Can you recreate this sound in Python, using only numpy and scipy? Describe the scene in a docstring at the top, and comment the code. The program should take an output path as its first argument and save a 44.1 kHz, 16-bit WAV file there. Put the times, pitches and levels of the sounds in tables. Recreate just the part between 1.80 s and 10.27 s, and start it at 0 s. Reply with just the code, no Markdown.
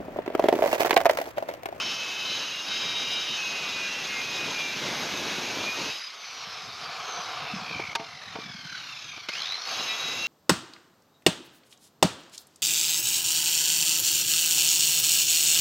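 """At a trestle, a handheld circular saw cuts a board, coasts down while the board is turned and dropped,
then is triggered again and bites. In the wood, chips tear as noise, the teeth hammer out a comb of tones
and the steel disc rings. Between cuts come fan air and the whine of gears and commutator, with the
slides, thumps and knocks of timber. The comb and whines drop in pitch as the shaft slows.
One small phone microphone hears it all through a look-ahead limiter."""
import sys
import numpy as np
from scipy import signal
from scipy.fft import rfft, irfft
from scipy.io import wavfile
from scipy.ndimage import uniform_filter1d, minimum_filter1d

SR = 44100
rng = np.random.default_rng(int(sys.argv[2]) if len(sys.argv) > 2 else 0)


def dump_mix(stems):
    """Bounce the given channels to the path in sys.argv[1] as a 16-bit WAV at rate SR."""
    frames = np.atleast_2d(stems).T  # one column per channel
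    limited = np.clip(frames, -1, 1)  # hard clip at full scale
    pcm = np.round(limited * 32767).astype(np.int16)
    wavfile.write(sys.argv[1], SR, pcm)


N = 373527

EDGE_HZ = 15400  # top of the audible band in this scene
SLOW_TURNS = 75  # turns per second; the upper whine partials change level relative to this speed
# Spectrum of tearing wood. Each row: frequency in Hz, relative level in dB.
CHIP_SPECTRUM = [(24, -61), (40, -39), (89, -63), (169, -8), (1630, 0.5), (1800, -5.5), (2480, 2),
                 (3180, -0.5), (3690, -0.5), (6070, -6), (6540, -11.5), (7980, -28), (10400, -27.5),
                 (11600, -26), (12500, -42), (13300, -28), (14200, -36), (15500, -32)]
# Spectrum of the fan's rush, which also colours the whines. Each row: frequency in Hz, gain in dB.
AIR_SPECTRUM = [(120, -22), (200, -9), (370, -8.5), (793, 2), (934, 1), (1250, 9), (1930, 0.5), (2270, 8.5),
                (2930, 5.5), (3910, 3.5), (4610, 3.5), (6160, 0), (8530, -25), (12300, -18), (15500, -44)]
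# Resonances of the saw's casing. Each row: frequency in Hz, width in Hz, gain in dB.
CASING_MODES = [(2180, 750, 3), (3100, 32, 6.5), (4010, 1240, 5), (5170, 380, 4.5), (6150, 280, -3.5),
                (8870, 55, -20), (9400, 60, -19), (10760, 240, -19.5)]


def amp(db):
    """Decibels to gain."""
    return 10 ** (np.asarray(db) / 20)


def unit_rms(x):
    """Scales to rms 1."""
    return x / np.sqrt(np.mean(x ** 2) + 1e-20)


def spectrum_db(points, hz):
    """A spectrum's level in dB at hz, silent outside its ends."""
    f, db = np.transpose(points)
    return np.interp(np.log(hz + 1), np.log(f + 1), db, left=-90, right=-90)


def spectrum(points):
    """A spectrum in dB as a gain function of frequency."""
    return lambda hz: amp(spectrum_db(points, hz))


def resonances(modes):
    """A set of resonant peaks as a gain function of frequency."""
    return lambda hz: np.sqrt(sum(amp(db) ** 2 / (1 + (2 * (hz - f) / width) ** 2) ** 2
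                                  for f, width, db in modes))


def automation(rows):
    """The samples that a table of timed rows spans, and each further column as a curve over them."""
    times, *columns = np.transpose(rows)
    at = np.arange(max(round(times[0] * SR), 0), min(round(times[-1] * SR), N))
    return at, [np.interp(at / SR, times, column) for column in columns]


def wander(per_s, count, size):
    """Rows of smooth random drift, rms 1, one value for every 64 samples."""
    span = max(round(SR / 64 / per_s), 1)
    rows = uniform_filter1d(rng.standard_normal((count, size)), span, 1)
    rows = uniform_filter1d(rows, span // 2 + 1, 1)
    return rows / rows.std(1, keepdims=True)


def noise(colour, patchy_db, flicker_db, size=512):
    """Coloured noise, rms 1, with drifting spectral patches and a flicker of the whole level."""
    frames, hz = N // (size // 4) + 5, np.fft.rfftfreq(size, 1 / SR)
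    real, imag, patches = rng.standard_normal((frames, len(hz), 3)).T
    patches = unit_rms(uniform_filter1d(uniform_filter1d(patches, 6, 0), 20, 1))
    flicker = unit_rms(uniform_filter1d(rng.standard_normal(frames), 4))
    spectra = (real + 1j * imag) * colour(hz)[:, None] * amp(patchy_db * patches + flicker_db * flicker)
    return unit_rms(signal.istft(spectra, nperseg=size, noverlap=size - size // 4)[1][:N])


def shaft_tones(speed, partials, swell_db, per_s, wobble, shakes_per_s=120, colour=np.ones_like):
    """Sines at (multiple of shaft speed, dB); each swells and wobbles in phase (cycles) on its own."""
    turns, coarse_speed = np.cumsum(speed) / SR, speed[::64]
    coarse, fine = np.arange(len(coarse_speed)) * 64, np.arange(len(speed))
    swells = wander(per_s, len(partials), len(coarse))
    shakes = wander(shakes_per_s, len(partials), len(coarse))
    out = np.zeros(len(speed))
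    for (multiple, db), swell, shake in zip(partials, swells, shakes):
        hz = multiple * coarse_speed
        gain = np.interp(fine, coarse, colour(hz) * (hz < EDGE_HZ) * amp(db + swell_db * swell))
        phase = rng.random() + np.interp(fine, coarse, wobble * shake)
        out += gain * np.sin(2 * np.pi * (multiple * turns + phase))
    return out


def shaft_speed():
    """Turns per second: loaded in the cuts, coasting against friction and fan drag, then running up."""
    # Speed under load, one table a cut. Each row: time in seconds, turns per second.
    cut_speeds = [
        [(0, 235), (.5, 234.8), (.65, 232.5), (.9, 236.2), (1.4, 236.9), (1.6, 233.2), (2, 223.7), (2.4, 211.4),
         (2.6, 207.3), (3.1, 188.6), (3.6, 181.3), (3.8, 197.8), (4.1, 215.8), (4.22, 233), (4.3, 231.8)],
        [(8.1, 218.1), (8.2, 222.8), (8.47, 227.5)],
    ]
    friction, fan_drag = 30.87, .0014217  # deceleration = friction + fan_drag * speed ** 2
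    trigger_s, run_up_s, bite_s = 7.485, .253, 8.03
    restart_turns, free_turns = 93, 246.4  # the rising whine begins abruptly at the first
    t = np.arange(N) / SR
    first, second = map(np.transpose, cut_speeds)
    exit_s, exit_turns = first[:, -1]
    balance = np.sqrt(friction / fan_drag)  # the speed at which drag equals friction
    slowed = np.sqrt(friction * fan_drag) * np.clip(t - exit_s, 0, trigger_s - exit_s)
    coast = balance * np.tan(np.arctan(exit_turns / balance) - slowed)
    run_up = free_turns - (free_turns - restart_turns) * np.exp(-np.maximum(t - trigger_s, 0) / run_up_s)
    loaded = np.clip((t - bite_s) / (second[0, 0] - bite_s), 0, 1)
    restart = (1 - loaded) * run_up + loaded * np.interp(t, *second)
    return np.select([t < exit_s, t < trigger_s], [np.interp(t, *first), coast], restart)


def board_handling():
    """Turning the board makes a lumpy rumble and the hiss of wood sliding on wood."""
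    # The board's movement. Each row: time in seconds, rumble level in dB, slide level in dB.
    levels = [(4.3, -71, -50), (4.9, -54.5, -45), (5.31, -58.5, -36), (5.97, -45, -40), (6.33, -62.5, -48),
              (6.61, -47.5, -47), (7, -55.5, -67), (7.36, -55, -57), (7.95, -70, -37.5), (8.47, -55, -48)]
    # Spectra of the bumping and the sliding. Each row: frequency in Hz, relative level in dB.
    rumble_spectrum = [(40, -30), (80, -11), (130, -0.5), (200, -8.5), (320, -9), (500, -36)]
    slide_spectrum = [(400, -8), (620, -13), (720, 1), (850, -8.5), (1150, -1), (1400, -5), (1800, -14.5)]
    out = np.zeros(N)
    at, (rumble_db, slide_db) = automation(levels)
    rumble = noise(spectrum(rumble_spectrum), patchy_db=3, flicker_db=2.8, size=1024)[at]
    slide = noise(spectrum(slide_spectrum), patchy_db=-.5, flicker_db=1.6, size=1024)[at]
    out[at] = (amp(rumble_db) * rumble + amp(slide_db) * slide) * signal.windows.tukey(len(at), .02)
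    return out


def trestle_thumps():
    """Timber bumps the trestle: a few low cycles each time, quickly damped."""
    # Dull bumps. Each row: start in seconds, envelope peak in dB, pitch in Hz.
    bumps = [(4.669, -44, 174), (5.387, -39, 172), (5.619, -39, 153), (5.735, -26.5, 207), (5.76, -30, 178),
             (5.817, -34.5, 189), (6.498, -45, 116), (6.657, -39, 198), (6.745, -38, 195), (6.85, -37, 160)]
    out, t = np.zeros(N + 4000), np.arange(4000) / SR
    envelope = t / .005 * np.exp(1 - t / .005)
    for start, db, hz in bumps:
        out[round(start * SR):][:len(t)] += amp(db) * envelope * np.sin(2 * np.pi * hz * t)
    return out[:N]


def knocks():
    """Each blow is a short crack plus the ringing modes of the board; dull blows land softly."""
    # Knocks of the board and the trigger. Each row: start in seconds, peak in dB, crack tilt in dB per
    # octave, ring t60 in seconds, pitch in Hz near which the modes ring most.
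    blows = [(5.904, -24.5, -5, 0.096, 450), (5.993, -18, -6, 0.11, 556), (6.151, -3.5, -1, 0.14, 950),
             (6.194, -22.5, -6.5, 0.17, 680), (6.552, -21.5, -5.5, 0.13, 685),
             (6.582, -25, -6.5, 0.09, 422), (7.372, -27.5, -2.5, 0.077, 1000),
             (7.486, -9.5, -0.5, 0.12, 2080)]
    # Modes of the board. Each row: frequency in Hz, relative level in dB.
    board_modes = [(300, -2), (440, 2), (680, 0.5), (780, -2.5), (921, 4), (1170, -4), (2126, 6)]
    out, t = np.zeros(N + 9000), np.arange(9000) / SR
    hz = np.fft.rfftfreq(len(t), 1 / SR)
    for start, peak_db, tilt, t60, near_hz in blows:
        ring = sum(amp(db - 13 * abs(np.log2(f / near_hz)) - 60 * t / t60) * np.sin(2 * np.pi * f * t)
                   for f, db in board_modes)
        colour_db = tilt * np.log2(np.maximum(hz, 150) / 900) + spectrum_db(CHIP_SPECTRUM, hz)
        crack = unit_rms(irfft(rfft(rng.standard_normal(len(t))) * amp(colour_db), len(t)))
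        crack *= amp(.6 * tilt - 60 * np.maximum(t - .008, 0) / .024)
        attack_s = .0005 - .0017 * min(tilt, 0)
        knock = (.37 * ring + crack) * np.minimum(t / attack_s, 1)
        out[round(start * SR):][:len(t)] += amp(peak_db) * knock / abs(knock).max()
    return out[:N]


def shaft_hum(speed, t):
    """A faint hum that falls with the shaft while the saw is set aside."""
    gate = np.interp(t, [4.5, 4.55, 5.7, 5.75], [0, 1, 1, 0])
    return gate * shaft_tones(speed, [(7 / 3, -60)], swell_db=2.5, per_s=8, wobble=.05)


def commutator_whine(speed, t):
    """The commutator bars pass the brushes and give a thin whine with overtones."""
    # The whine before colouring. Each row: time in seconds, fundamental in dB, octave in dB.
    levels = [(4.15, -60, -56), (4.4, -51, -54), (4.82, -46, -52), (4.96, -57, -45), (5.1, -48, -44),
              (5.26, -60, -52), (5.45, -48, -58), (5.9, -52, -60), (6.05, -58, -60), (6.4, -60, -60),
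              (6.7, -56, -53), (6.97, -56, -45), (7.1, -58, -52), (7.22, -58, -47), (7.35, -60, -58),
              (7.62, -54, -58), (7.75, -41, -55), (7.86, -52, -58), (8.47, -48, -58)]
    bars, air = 28, spectrum(AIR_SPECTRUM)
    times, *columns = np.transpose(levels)
    whine_db, octave_db = (np.interp(t, times, db) for db in columns)
    overtones = [(k * bars, db) for k, db in enumerate([-12, -3, -12, 2, -2, -2], 3)]
    whine = shaft_tones(speed, [(bars, 0)], swell_db=3, per_s=10, wobble=.11, colour=air)
    octave = shaft_tones(speed, [(2 * bars, 0)], swell_db=2.5, per_s=15, wobble=.08, colour=air)
    upper = shaft_tones(speed, overtones, swell_db=3, per_s=4, wobble=.08, colour=air)
    upper_db = -55 + .02 * (speed - SLOW_TURNS)
    return amp(whine_db) * whine + amp(octave_db) * octave + amp(upper_db) * upper


def gear_throb(speed, t):
    """The gears' gain pulses unevenly every second turn; near full speed alternate pulses drop away."""
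    uneven = .75 * np.repeat(wander(40, count=1, size=len(t) // 64 + 1)[0], 64)[:len(t)]
    hitch = np.interp(t, [7.78, 7.84, 8], [0, 1, 1], right=0)
    beat = np.pi * np.cumsum(speed) / SR + uneven
    throb = np.exp(.95 * (np.cos(beat) - 1) + .8 * hitch * np.cos(beat / 2))
    return throb / np.sqrt(uniform_filter1d(throb ** 2, 4000))


def gear_whine(speed, t, whine_db, octave_db):
    """Meshing gears send a rough, throbbing whine through the housing and rattle the casing."""
    # The whine's path out of the housing. Each row: frequency in Hz, gain in dB.
    housing_path = [(900, -8), (1300, -8), (1500, 3), (1800, -4), (2300, 0), (3600, -4), (4600, 1),
                    (5600, -3), (6200, 4), (7000, -3), (16000, -3)]
    teeth, casing = 21, resonances(CASING_MODES)
    throb = gear_throb(speed, t)
    rattle = amp(whine_db - 9.5) * throb * noise(casing, patchy_db=3.5, flicker_db=2.2)[:len(t)]
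    overtones = [(k * teeth, db) for k, db in enumerate([13, 10, 12, -10], 3)]
    whine = shaft_tones(speed, [(teeth, 0)], swell_db=2.4, per_s=12, wobble=.25, shakes_per_s=230)
    octave = shaft_tones(speed, [(2 * teeth, 0)], swell_db=2.5, per_s=10, wobble=.24, shakes_per_s=230)
    upper = shaft_tones(speed, overtones, swell_db=2.8, per_s=12, wobble=.24, shakes_per_s=230)
    upper_db = -56 - .3 * np.clip(speed - SLOW_TURNS, 0, 25)  # strongest at low speed
    mesh = amp(whine_db) * whine + amp(octave_db) * octave + amp(upper_db) * upper
    hz = np.fft.rfftfreq(len(t), 1 / SR)
    housing = (.28 * spectrum(AIR_SPECTRUM)(hz) + .34 * casing(hz)) * spectrum(housing_path)(hz)
    return irfft(rfft(throb * mesh) * housing, len(t)) + rattle


def fan_air():
    """The fan's rush, coloured by the resonant casing."""
    air, casing = spectrum(AIR_SPECTRUM), resonances(CASING_MODES)
    return noise(lambda hz: air(hz) + .5 * casing(hz), patchy_db=2, flicker_db=.63)


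def motor(speed):
    """Fan, gears, commutator and hum fade in as the first cut ends."""
    # The motor in the open. Each row: time in seconds, air level in dB, then the gear whine and its
    # octave in dB before the housing colours them.
    levels = [(3.95, -51, -45, -48), (4.2, -37, -45, -48), (4.35, -41, -57, -50), (4.55, -38, -41, -48),
              (4.8, -38.5, -43, -44), (5.05, -37.5, -45, -47), (5.33, -36, -38, -31),
              (5.55, -36.5, -40, -46), (6, -39.5, -35, -50), (6.33, -44, -42, -44), (6.55, -42, -40, -42),
              (6.75, -44, -45.5, -37), (6.95, -40, -35.5, -43), (7.1, -39.5, -50, -38),
              (7.47, -44.5, -46, -46), (7.5, -32.5, -33, -40), (7.64, -37.5, -27, -40),
              (7.8, -39, -32, -42), (7.95, -35, -35, -47), (8.03, -35, -48, -55), (8.47, -45, -55, -55)]
    out = np.zeros(N)
    at, (air_db, gear_db, octave_db) = automation(levels)
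    speed, t = speed[at], at / SR
    rush = amp(air_db) * fan_air()[at]
    tones = gear_whine(speed, t, gear_db, octave_db) + shaft_hum(speed, t) + commutator_whine(speed, t)
    out[at] = (rush + tones) * np.minimum((at - at[0]) / 3600, 1)
    return out


def free_disc():
    """Clear of the wood, the steel disc rings on, fluttering as it spins."""
    # Modes of the free disc. Each row: frequency in Hz, width in Hz, relative level in dB.
    modes = [(2589, 30, -10), (3031, 30, -5), (3870, 60, -7), (4990, 70, 2), (9615, 40, -27),
             (10860, 60, -24)]
    flutter_hz, crest_s = 33, 4.186
    out = np.zeros(N)
    at, (db,) = automation([(3.98, -58), (4.08, -43), (4.16, -36), (4.25, -39), (4.32, -47), (4.4, -62)])
    flutter = unit_rms(np.exp(.6 * np.cos(2 * np.pi * flutter_hz * (at / SR - crest_s))))
    ring = noise(resonances(modes), patchy_db=.8, flicker_db=.3, size=2048)[at]
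    out[at] = amp(db) * flutter * ring
    return out


def ring_swells(speed):
    """Single pitches swell briefly in the cuts, among them the disc's ring near 2.5, 2.75 and 3.85 kHz."""
    # Brief swells; the fractional ratios are the disc's modes ringing. Each row: start in seconds,
    # end in seconds, pitch as a ratio to the shaft speed, level in dB.
    swells = [(-.1, .2, 23, -42), (-.1, .47, 11, -37), (-.1, .74, 13, -37), (.44, .7, 17, -32),
              (.46, .68, 19, -41), (.84, 1.48, 21, -39), (.88, 1.64, 13, -35), (.88, 1.6, 16, -32.5),
              (.92, 1.48, 10, -39), (.92, 1.52, 14, -41), (1.55, 2.1, 11, -34.5), (1.55, 2.08, 17, -43),
              (1.98, 2.24, 12.5, -36), (2.24, 2.46, 11.6, -39), (2.27, 2.44, 10, -37),
              (2.68, 2.98, 14, -38), (3.28, 3.68, 14, -40), (3.3, 3.47, 16, -42), (3.64, 3.78, 13, -39),
              (3.6, 3.77, 22, -42), (8.05, 8.16, 17.5, -37), (8.16, 8.35, 17.2, -36),
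              (8.33, 8.55, 17.3, -36)]
    out, fade_s = np.zeros(N), .04
    for start, end, ratio, db in swells:
        at, (gate,) = automation([(start, 0), (start + fade_s, 1), (end - fade_s, 1), (end, 0)])
        out[at] += gate * shaft_tones(speed[at], [(ratio, db)], swell_db=1.8, per_s=12, wobble=.065)
    return out


def gripped_disc(modes, sag):
    """The kerf grips the ringing disc: as the speed sags, low modes are damped and high ones screech."""
    screech_hz = 6340
    ring = noise(modes, patchy_db=1.6, flicker_db=1.2, size=2048)
    low = signal.sosfiltfilt(signal.butter(4, screech_hz, "low", fs=SR, output="sos"), ring)
    return low * amp(-.11 * sag) + (ring - low) * amp(.075 * sag)


def blade_in_wood(speed):
    """Chips tear as broad noise, tooth blows sound as a comb, the disc rings and the board drones."""
    # Teeth in the wood, one table a cut. Each row: time in seconds, then chip noise, tooth comb and
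    # tooth tone in dB.
    cuts = [
        [(0, -32.5, -40, -52), (.1, -32.5, -35.5, -54), (.17, -34, -40, -60), (.43, -34, -41, -54),
         (.52, -32.5, -35, -45), (.84, -36, -57, -36.5), (.91, -32.5, -36.5, -55), (1.3, -33, -40.5, -35),
         (1.64, -34, -40, -44), (1.9, -33, -35.5, -37), (2.02, -33, -36.5, -44), (2.33, -33, -36.5, -48),
         (2.45, -32.5, -40, -31.5), (2.7, -31, -39, -34), (2.9, -33, -37, -28), (3.04, -30, -36, -53),
         (3.5, -30.5, -41, -45), (3.75, -31, -44, -40), (3.89, -30, -35, -30), (3.93, -34.5, -48, -33),
         (3.99, -30, -34, -39), (4.11, -32, -56, -39), (4.2, -48, -55, -60)],
        [(7.8, -66, -55, -55), (7.9, -37, -45, -50), (8, -32.5, -59, -60), (8.11, -37, -31, -39),
         (8.17, -37.5, -41, -39), (8.3, -34, -36.5, -36), (8.47, -34.5, -53, -23)],
    ]
    # Colour of each cut. Each row: ring over chips at light feed in dB, treble shelf in dB, drone at
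    # light feed in dB.
    cut_colours = [(-2, -2, -50.5), (0, -3, -47.5)]
    # Modes of the cutting disc. Each row: frequency in Hz, width in Hz, gain in dB.
    disc_modes = [(2560, 60, -2), (2790, 35, 4), (3045, 12, 6), (3360, 30, 1), (3810, 50, 5), (3910, 30, 2),
                  (3960, 20, 4), (4430, 20, -1), (5020, 90, -2), (5240, 80, -2), (5690, 25, -3),
                  (6270, 25, -2), (6410, 120, -4), (6740, 25, -8), (7056, 20, -14), (7260, 60, -17),
                  (7680, 50, -25), (8350, 40, -28), (9360, 20, -24), (9505, 50, -24), (9870, 90, -30),
                  (10118, 20, -27), (10900, 60, -25), (11254, 25, -21), (12000, 200, -30), (12280, 70, -23),
                  (12410, 60, -21), (12600, 300, -28), (12900, 160, -29), (13780, 250, -30)]
    # Spectrum of the droning board. Each row: frequency in Hz, relative level in dB.
    drone_spectrum = [(50, -36), (100, -0.5), (170, 1.5), (330, 1.5), (600, -1.5), (1100, -5)]
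    # The comb of tooth blows: relative levels in dB of multiples 8 to 29 of the shaft speed.
    comb_levels = [-15, -5, -9, -5, -9, -5, -10, -7, -8, -8, -12, -7, -16, -9, -9, -9, -9, -13, -14, -18,
                   -19, -21]
    teeth, light_feed_db = 12, -34  # the second is the chip level of a gentle push
    ring_growth, drone_growth = .1, 3.8  # dB gained for each dB of chip noise
    out, partials = np.zeros(N), list(enumerate(comb_levels, 8))
    sag = speed.max() - speed
    chips = noise(spectrum(CHIP_SPECTRUM), patchy_db=1.5, flicker_db=.81)
    drone = noise(spectrum(drone_spectrum), patchy_db=-.5, flicker_db=2.5, size=1024)
    modes = resonances(disc_modes)
    ring = gripped_disc(modes, sag)
    disc = lambda hz: 1 + 1.2 * modes(hz)
    treble = signal.butter(4, 7600, "high", fs=SR, output="sos")
    for levels, (ring_over_db, shelf_db, light_drone_db) in zip(cuts, cut_colours):
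        at, (chips_db, comb_db, tooth_db) = automation(levels)
        feed_db = chips_db - light_feed_db
        ring_db = np.minimum(light_feed_db + ring_over_db + ring_growth * feed_db, chips_db + 7)
        drone_db = light_drone_db + drone_growth * feed_db
        lower = shaft_tones(speed[at], partials[:5], swell_db=2.2, per_s=4.6, wobble=.04, colour=disc)
        upper = shaft_tones(speed[at], partials[5:], swell_db=2.2, per_s=5, wobble=.03, colour=disc)
        comb = unit_rms(lower + amp(-.3 * sag[at]) * upper)  # a heavy load dulls the upper comb
        tooth = shaft_tones(speed[at], [(teeth, 0)], swell_db=3.4, per_s=16, wobble=.075)
        cut = amp(chips_db) * chips[at] + amp(comb_db) * comb + amp(ring_db) * ring[at]
        cut += (amp(shelf_db) - 1) * signal.sosfilt(treble, cut)
        cut += amp(drone_db) * drone[at] + amp(tooth_db) * tooth
        bite = np.clip((at - at[0]) / 2500, 0, 1) if at[0] else 1  # the second cut eases in
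        out[at] += bite * cut
    return out


def scene():
    """Saw and timber reach one microphone, the same on both channels."""
    speed = shaft_speed()
    saw = blade_in_wood(speed) + ring_swells(speed) + free_disc() + motor(speed)
    mono = saw + board_handling() + knocks() + trestle_thumps()
    return np.array([mono, mono])


def record(dry):
    """A limiter ducks just ahead of sudden jumps and holds; a small capsule rounds peaks, trims lows."""
    power = dry[0] ** 2
    ahead = uniform_filter1d(power, 200, origin=-99)
    before = uniform_filter1d(power, 2000, origin=999)
    jump_db = np.clip(10 * np.log10((ahead + 1e-12) / (before + 1e-12)) - 8, 0, 7)
    jump_db[:2000] = 0
    held_db = -minimum_filter1d(-jump_db, 2300, origin=500)
    ducked = dry / amp(.77 * uniform_filter1d(held_db, 100))
    rounded = .78 * ducked / (1 + (ducked / .15) ** 4) ** (1 / 4)
    thinned = signal.sosfilt(signal.butter(2, 70, "high", fs=SR, output="sos"), rounded)
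    band_limit = signal.firwin(1023, EDGE_HZ, window=("kaiser", 9), fs=SR)
    return signal.oaconvolve(thinned, band_limit[None], "same")


dry = scene()
out = record(dry)
dump_mix(out)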